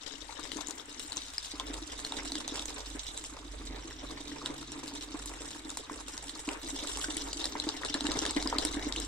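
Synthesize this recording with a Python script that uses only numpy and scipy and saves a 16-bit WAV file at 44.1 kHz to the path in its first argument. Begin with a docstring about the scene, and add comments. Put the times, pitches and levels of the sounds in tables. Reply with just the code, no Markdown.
"""A thin, broken stream patters and gulps into a foamy plastic bucket, over a low rumble and a faint hum.
Indoors, close to a hand-held camera with two microphones, which swings to face the stream and leans over the rim.
The stream from the tap breaks into slugs: noise bursts and swarms of short bubbles make the spray and ticks,
longer gliding bubbles are trapped air, and each plunge rings decaying modes of the bucket.
Sparse echoes give the bucket walls and the room; shaped noise gives the hiss, rumble and hum."""
import sys
import numpy as np
from scipy import signal
from scipy.fft import rfft, irfft, next_fast_len
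from scipy.io import wavfile
from scipy.ndimage import uniform_filter1d

SR = 44100
rng = np.random.default_rng(int(sys.argv[2]) if len(sys.argv) > 2 else 0)


def transcribe(u):
    """Save the signal u as a 16-bit wav file named by the first command-line argument.

    u: samples, shape (n,) or (channels, n), limited to [-1, 1]; the rate is SR.
    q: integer samples, one column per channel.
    """
    v = np.clip(np.atleast_2d(u).T, -1, 1)
    q = np.round(v * 32767).astype(np.int16)
    wavfile.write(sys.argv[1], SR, q)


N = 399987

# the stream throughout: (time [s], spray level setting [dB], depth: plunging relative to the spray [dB])
FLOW = [(0, -55.5, 0), (0.6, -54, 2), (1.2, -50.5, -1), (1.42, -51, -22), (1.6, -53.5, 3), (2.4, -48.5, 4),
        (3.1, -49.5, -3), (3.4, -58.5, 8), (4.2, -53, 7.5), (5.6, -55.5, 6), (6.3, -54.5, 1.5),
        (6.6, -51, 6), (7, -45.5, 0), (7.8, -48.5, 2.5), (8.2, -45.5, 3), (9.07, -46, 4.5)]
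# sharp splats of spray: (time [s], peak before the echo mix [dB], pitch [Hz])
SPLATS = [(0.453, -30.5, 3600), (0.517, -24, 3350), (0.5694, -27, 6400), (0.671, -26, 6550),
          (0.6842, -29, 7200), (0.708, -26, 7400), (0.9956, -22, 7040), (1.1203, -26, 4170),
          (1.1687, -22, 5670), (1.381, -20, 5100), (1.457, -31, 7650), (1.5975, -23.5, 3720),
          (2.048, -21, 4100), (2.1208, -24.5, 3890), (2.319, -22.5, 4020), (2.3537, -21.5, 4160),
          (2.478, -21.5, 7400), (2.5567, -25, 4000), (2.5936, -23, 3700), (2.656, -22.5, 7140),
          (3.2395, -27, 7560), (4.459, -19, 3840), (4.719, -26, 7200), (4.8782, -27.5, 4460),
          (5.258, -24, 8800), (5.7021, -24, 6900), (5.7714, -19, 7460), (6.137, -31, 6700),
          (6.1773, -25, 5400), (6.294, -27.5, 3960), (6.489, -22, 2840), (6.972, -34, 3910),
          (7.1682, -18, 7640), (7.3303, -20.5, 4730), (7.441, -22.5, 4070), (7.455, -19, 4770),
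          (7.599, -20, 3960), (7.6892, -18, 4330), (7.848, -19, 4070), (7.9418, -15, 4160),
          (8.0066, -18, 3830), (8.0676, -17.5, 3800), (8.1172, -17, 3860), (8.1892, -16, 5500),
          (8.217, -29, 3700), (8.2525, -20.5, 3700), (8.2628, -18.5, 3750), (8.3082, -22.5, 7300),
          (8.364, -25, 3870), (8.425, -20.5, 4500), (8.4737, -20.5, 4800), (8.584, -14, 4000),
          (8.65, -14.5, 7300), (8.9237, -20, 4270), (8.961, -21, 3180), (8.9997, -23.5, 7600),
          (9.0486, -30, 7300)]
# slugs that plunge deep and ring the bucket: (time [s], peak before filter and echo mix [dB])
PLUNGES = [(0.389, -37.5), (0.559, -30), (0.585, -39), (0.685, -36), (1.536, -36), (1.699, -32.5),
           (2.169, -38), (2.188, -40.5), (2.354, -35), (2.52, -32), (2.949, -32.5), (3.705, -34.5),
           (4.329, -41), (4.437, -38), (4.498, -29), (4.718, -39), (4.761, -43), (5.143, -29),
           (5.651, -35.5), (5.91, -31.5), (6.137, -37), (6.477, -27), (6.744, -35.5), (7.083, -30),
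           (7.168, -35), (7.554, -36), (7.667, -25), (7.948, -26), (8.045, -24.5), (8.087, -23.5),
           (8.153, -27), (8.219, -30), (8.364, -19.5), (8.455, -24), (8.557, -28), (8.584, -30),
           (8.649, -30.5), (8.766, -25.5), (8.866, -26.5), (8.971, -31.5)]
# large pockets of trapped air: (time [s], peak before flutter and echo mix [dB], pitch [Hz], decay [cycles])
GULPS = [(0.292, -35.5, 880, 2.5), (1.598, -29.5, 1027, 4.9), (2.122, -33, 910, 3.1),
         (5.8975, -32, 1055, 3.5), (6.487, -30, 930, 1.3), (7.041, -33, 1510, 10), (7.553, -29, 942, 2.1),
         (7.834, -25, 1850, 3.4), (7.947, -26.5, 1710, 6.7), (8.252, -27, 1710, 2.4),
         (8.527, -18.5, 934, 2.1)]
# air column and wall of the bucket: (frequency [Hz], relative level [dB], 60 dB decay time [s])
BUCKET_MODES = [(297.8, 24, 0.061), (408.6, 5.5, 0.12), (620, 8, 0.04), (942, 9, 0.027), (1710, 7, 0.011)]
# colour of the spray through bucket and microphone: (frequency [Hz], relative gain [dB])
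SPRAY_COLOUR = [(260, -5), (450, 0), (710, -5.5), (940, -1.5), (1440, -8.5), (1720, -8), (2560, -4),
                (3290, -6.5), (3810, -1), (4480, -8), (6280, -6), (7720, 3), (10800, -17), (15200, -36)]
# level of the fine mist relative to the spray: (time [s], level setting [dB])
MIST = [(0, -6), (0.8, 0.5), (2.8, -1.5), (3.3, 2.5), (4.3, -4), (5.3, 3.5), (7, 1), (7.8, -3.5),
        (9.07, -5)]
# the camera swings to face the stream: (time [s], left minus right [dB])
PAN = [(0.0, 18), (0.7, 8.5), (2.1, -1), (6.1, 0), (9.07, 2)]
# depth of the hollow, growing as the camera leans over the rim: (time [s], share removed [0-1])
HOLLOW = [(6.3, 0.34), (7.4, 0.59)]
# colour of the foam and room hiss: (frequency [Hz], relative gain [dB])
HISS_COLOUR = [(41, -54), (70, -7.5), (176, -25.5), (1190, -12), (3680, -14.5), (4610, -23), (7740, -22.5),
               (10800, -37), (15200, -44)]
# the rumble before its left-right offset: (time [s], level [dB])
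RUMBLE = [(0, -58), (0.6, -61), (2.05, -47.5), (2.3, -55), (3.7, -47), (4.3, -53.5), (6.3, -56), (7.1, -50),
          (7.8, -48), (9.07, -43)]

BUBBLING_DB, BUBBLING_PER_DEPTH = 0, 0.68  # mid-sized bubbles follow the depth [dB per dB]
SPRAY_LAG_S = 0.000055  # the right microphone hears the spray later
HOLLOW_HZ, EDGE_HZ = 2465, 16400
HISS_DB = -52.5  # before it follows the flow
RUMBLE_HZ = 47.7
HUM_HZ, HUM_DB, HUM_PEAK_S, HUM_FADE_DB_PER_S = 134.2, -63.5, 4.8, 4.5


def spray():
    """Bubble swarms bunch as the falling stream breaks into slugs; droplet ticks are returned apart."""
    slugs = swells(drops(per_s=49, spread_db=53.0, cap=0.59), fade_s=0.0072)
    bright = 0.65 * slugs + 0.18 * spatter(SPLATS, fade_s=0.0093)
    deep = 0.59 * slugs + 0.65 * spatter(PLUNGES + GULPS, fade_s=0.034)
    level_db, depth_db = column(FLOW, index=1), column(FLOW, index=2)
    mist_db = column(MIST, index=1)

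    mist = fizz(5520, 13000, per_s=2800, cycles=3.2, spread_db=3.0, shared=bright)
    mist += gain_of(-18.0) * crackle(bright)
    body = fizz(2860, 5970, per_s=4000, cycles=2.35, spread_db=6.5, shared=bright)
    bubbling = fizz(387, 2340, per_s=2000, cycles=1.9, spread_db=3.0, shared=deep)

    wash = gain_of(4.5) * body + gain_of(mist_db) * mist
    wash += gain_of(BUBBLING_DB + BUBBLING_PER_DEPTH * depth_db) * bubbling
    smacks = gain_of(level_db + mist_db - 4.0) * ticks(bright)
    return gain_of(level_db) * wash, smacks


def splats():
    """Each splat is a wide noise crack with a ragged cluster of short ringing bubbles inside."""
    out, t = np.zeros(N), np.arange(2000) / SR
    cracks, pops = rng.standard_normal((2, len(SPLATS), 2000))
    cracks = cracks * (1 - np.exp(-t / 0.00073)) * np.exp(-t / 0.0016)
    impulse = np.zeros(N)
    impulse[128] = 1
    colour = coloured(impulse, SPRAY_COLOUR)[None, :257]
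    cracks = signal.oaconvolve(cracks, colour, axes=1)[:, 128:2128]  # without the filter's delay
    pops = pops ** 3 * np.sqrt(t) * np.exp(-t / 0.0007)  # cubing leaves a few strong pops
    for (s, db, hz), crack, pop in zip(SPLATS, cracks, pops):
        cluster = signal.oaconvolve(pop, bubble(hz, cycles=1.96, glide=0.0027, rise=0.46))[:2000]
        splat = 0.61 * crack / abs(crack).max() + 0.98 * cluster / abs(cluster).max()
        add(out, s, gain_of(db) * splat)
    return out


def ticks(shared):
    """Single droplets smack the surface: noise cracks well under a millisecond, without bass."""
    t, out = np.arange(128) / SR, np.zeros(N)
    for crack in rng.standard_normal((8, 128)) * np.exp(-t / 0.0001):
        hits = (0.12 + shared) * drops(per_s=24, spread_db=17.0, cap=0.78)
        out += signal.oaconvolve(hits, np.diff(crack))[:N]  # differencing removes the bass
    return evened(coloured(out, SPRAY_COLOUR))


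def fizz(low_hz, high_hz, per_s, cycles, spread_db, shared):
    """Many small bubbles of one size range ring, bunched in shared gushes and in their own."""
    own = swells(drops(per_s=83, spread_db=3.5, cap=0.69), fade_s=0.0082)
    size = (0.087 + shared + 1.08 * own) * drops(per_s, spread_db, cap=2.28)
    kind, out = rng.integers(0, 16, N), np.zeros(N)
    for k, hz in enumerate(np.geomspace(low_hz, high_hz, num=16)):
        ringing = signal.oaconvolve(size * (kind == k), bubble(hz, cycles, glide=0.00032, rise=0.24))[:N]
        out += hz * ringing  # higher bubbles weigh more
    return evened(coloured(out, SPRAY_COLOUR))


def crackle(shared):
    """The finest foam bursts in gusts of noise at the very top."""
    gusts = 1.1 * shared + 0.67 * swells(drops(per_s=7.4, spread_db=-7.0, cap=3.3), fade_s=0.021)
    top = signal.butter(3, 8800, "high", fs=SR, output="sos")
    return evened(signal.sosfilt(top, gusts * rng.standard_normal(N)))


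def spatter(events, fade_s):
    """Droplets fall back for a while after each listed splash, in step with its strength."""
    clicks, flow_db = np.zeros(N), column(FLOW, index=1)
    for s, db, *_ in events:
        at = round(s * SR)
        clicks[at] = gain_of(0.7 * (db - flow_db[at]))
    return swells(clicks, fade_s)


def gulps():
    """Trapped air rings low and slides upward; most die in a few cycles, some sing on unsteadily."""
    out = np.zeros(N)
    for s, db, hz, ring_cycles in GULPS:
        add(out, s, gain_of(db) * bubble(hz, ring_cycles, glide=0.001, rise=0.56))
    flutter = evened(uniform_filter1d(rng.standard_normal(N), size=128))
    return out * (1 + 0.45 * flutter)


def bucket():
    """Every plunge, large or small, pushes the same modes; the open mouth radiates little below them."""
    small = np.zeros(N)
    for shift in np.linspace(0.95, 1.05, num=6):
        pushes = drops(per_s=16, spread_db=2.0, cap=4.0) * rng.choice([-1, 1], N)
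        small += signal.oaconvolve(pushes, ring(shift))[:N]
    out = evened(small) * gain_of(column(FLOW, index=1) + column(FLOW, index=2) - 2.0)
    for s, db in PLUNGES:
        add(out, s, gain_of(db) * ring(1 + 0.02 * rng.standard_normal()))
    return signal.sosfilt(signal.butter(3, 190, "high", fs=SR, output="sos"), out)


def ring(shift):
    """The modes die away after one push; the crater in the liquid shifts them a little each time."""
    t, modes = np.arange(8000) / SR, 0
    for hz, db, t60 in BUCKET_MODES:
        modes = modes + gain_of(db - 60 * t / t60) * np.sin(2 * np.pi * hz * shift * t)
    modes = modes * (1 - np.exp(-t / 0.0014))  # soft start
    return modes / abs(modes).max()


def bubble(hz, cycles, glide, rise):
    """A few dying cycles slide upward as the air nears the surface; peak 1, times counted in cycles."""
    u = hz * np.arange(3000) / SR
    wave = (1 - np.exp(-u / rise)) * np.exp(-u / cycles) * np.sin(2 * np.pi * u * (1 + glide * u))
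    return wave / abs(wave).max()


def drops(per_s, spread_db, cap):
    """Clicks fall at random moments with random sizes, limited by the cap."""
    size = gain_of(spread_db * np.minimum(rng.exponential(1, N), cap))
    return size * (rng.random(N) < per_s / SR)


def swells(clicks, fade_s):
    """Each click becomes a swell with a quick start and an exponential fade."""
    t = np.arange(6000) / SR
    swell = (1 - np.exp(-t / 0.0005)) * np.exp(-t / fade_s)
    return evened(signal.oaconvolve(clicks, swell)[:N])


def heard(x, lag_s, walls_db, room_db):
    """Direct sound reaches the left microphone first; bucket-wall echoes and a room tail join it.

    The stream wanders over the surface, so four sets of wall echoes take turns."""
    size = next_fast_len(N)
    delay = np.exp(-2j * np.pi * np.fft.rfftfreq(size, 1 / SR) * lag_s)
    late = irfft(rfft(x, size) * delay, size)[:N]

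    share = uniform_filter1d(rng.standard_normal((N // 64 + 1, 4)), size=16, axis=0)
    share = np.repeat(share, 64, axis=0)[:N].T
    share /= np.linalg.norm(share, axis=0)
    walls = np.zeros((2, N))
    for weight in share:
        taps = echoes(0.0003, t60=0.0044, every=8)[:, :2000]
        walls += signal.oaconvolve((x * weight)[None], taps, axes=1)[:, :N]
    tail = signal.oaconvolve(x[None], echoes(0.0065, t60=0.11, every=20), axes=1)[:, :N]

    total = np.sqrt(1 + gain_of(walls_db) ** 2 + gain_of(room_db) ** 2)  # the paths share the energy
    return (np.array([x, late]) + gain_of(walls_db) * walls + gain_of(room_db) * tail) / total


def echoes(start_s, t60, every):
    """Sparse decaying reflections of random sign, different at each microphone; energy 1."""
    at = np.arange(round(start_s * SR), SR // 2 - every, every)
    at = at + rng.integers(0, every, (2, len(at)))
    taps = np.zeros((2, SR // 2))
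    strength = rng.choice([-1., 1.], at.shape) * gain_of(-60 * at / SR / t60)
    np.put_along_axis(taps, at, strength, 1)
    return taps / np.linalg.norm(taps, axis=1, keepdims=True)


def room():
    """Hiss is unrelated at the two microphones; rumble and hum are shared, and the hum swells once."""
    t = np.arange(N) / SR
    hiss = gain_of(HISS_DB) * evened(coloured(rng.standard_normal((2, N)), HISS_COLOUR))
    hiss = hiss * gain_of(0.35 * (column(FLOW, index=1) + 48.5))  # partly follows the flow
    rumble = 0.54 * np.sin(2 * np.pi * RUMBLE_HZ * t)
    rumble += narrow_noise(RUMBLE_HZ, width_hz=4.6) + 0.51 * narrow_noise(60, width_hz=52)
    hum_db = HUM_DB - HUM_FADE_DB_PER_S * abs(t - HUM_PEAK_S)
    hum = gain_of(hum_db) * narrow_noise(HUM_HZ, width_hz=4.7)
    low = gain_of(column(RUMBLE, index=1)) * evened(rumble) + hum
    return hiss + low * gain_of([[-1.4], [1.4]])  # left, right


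def narrow_noise(hz, width_hz):
    """Noise through a resonance applied twice: smoothed near zero, then moved up to hz."""
    smooth = rng.standard_normal(N) + 1j * rng.standard_normal(N)
    r = np.exp(-np.pi * width_hz / SR)
    for _ in range(2):
        smooth = signal.lfilter([1 - r], [1, -r], smooth)
    return evened((smooth * np.exp(2j * np.pi * hz * np.arange(N) / SR)).real)


def coloured(x, points):
    """Filters x by the gain curve drawn through the points, on a log frequency scale."""
    size = next_fast_len(N)
    f, db = np.transpose(points)
    bins = np.fft.rfftfreq(size, 1 / SR)
    gain = gain_of(np.interp(np.log(bins + 1), np.log(f + 1), db))
    return irfft(rfft(x, size) * gain, size)[..., :N]


def gain_of(db):
    """Amplitude ratio of a level in dB."""
    return 10 ** (np.asarray(db) / 20)


def evened(x):
    """Scales x to an RMS of 1."""
    return x / np.sqrt(np.mean(x ** 2) + 1e-20)


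def column(table, index):
    """One column of a time curve, read at every sample."""
    rows = np.asarray(table)
    return np.interp(np.arange(N) / SR, rows[:, 0], rows[:, index])


def add(mix, s, sound):
    """Lays a sound into the mix from s seconds on."""
    part = mix[max(round(s * SR), 0):][:len(sound)]
    part += sound[:len(part)]


def scene():
    """The stream and the bucket before the two microphones, with the room behind."""
    side_db = column(PAN, index=1) * np.array([[0.5], [-0.5]])
    wash, smacks = spray()
    bright = heard(wash, SPRAY_LAG_S, walls_db=1.5, room_db=-5.5)
    bright += heard(smacks + splats(), SPRAY_LAG_S / 2, walls_db=-2.5, room_db=-8.0)
    deep = heard(bucket() + gulps(), lag_s=0.00014, walls_db=-29.0, room_db=-11.0)
    # the camera body shades treble more than bass
    return bright * gain_of(side_db) + deep * gain_of(0.16 * side_db) + room()


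def record(dry):
    """A narrow hollow in the middle; the highest treble fades softly; then the band limit."""
    resonance = signal.lfilter(*signal.iirpeak(HOLLOW_HZ, 4.5, fs=SR), dry)
    hollowed = dry - column(HOLLOW, index=1) * resonance
    fade = signal.firwin(101, 15600, window=("kaiser", 4), fs=SR)
    soft = signal.oaconvolve(hollowed, fade[None], "same")
    edge = signal.firwin(511, EDGE_HZ, window=("kaiser", 9), fs=SR)
    return signal.oaconvolve(soft, edge[None], "same")


dry = scene()
out = record(dry)
transcribe(out)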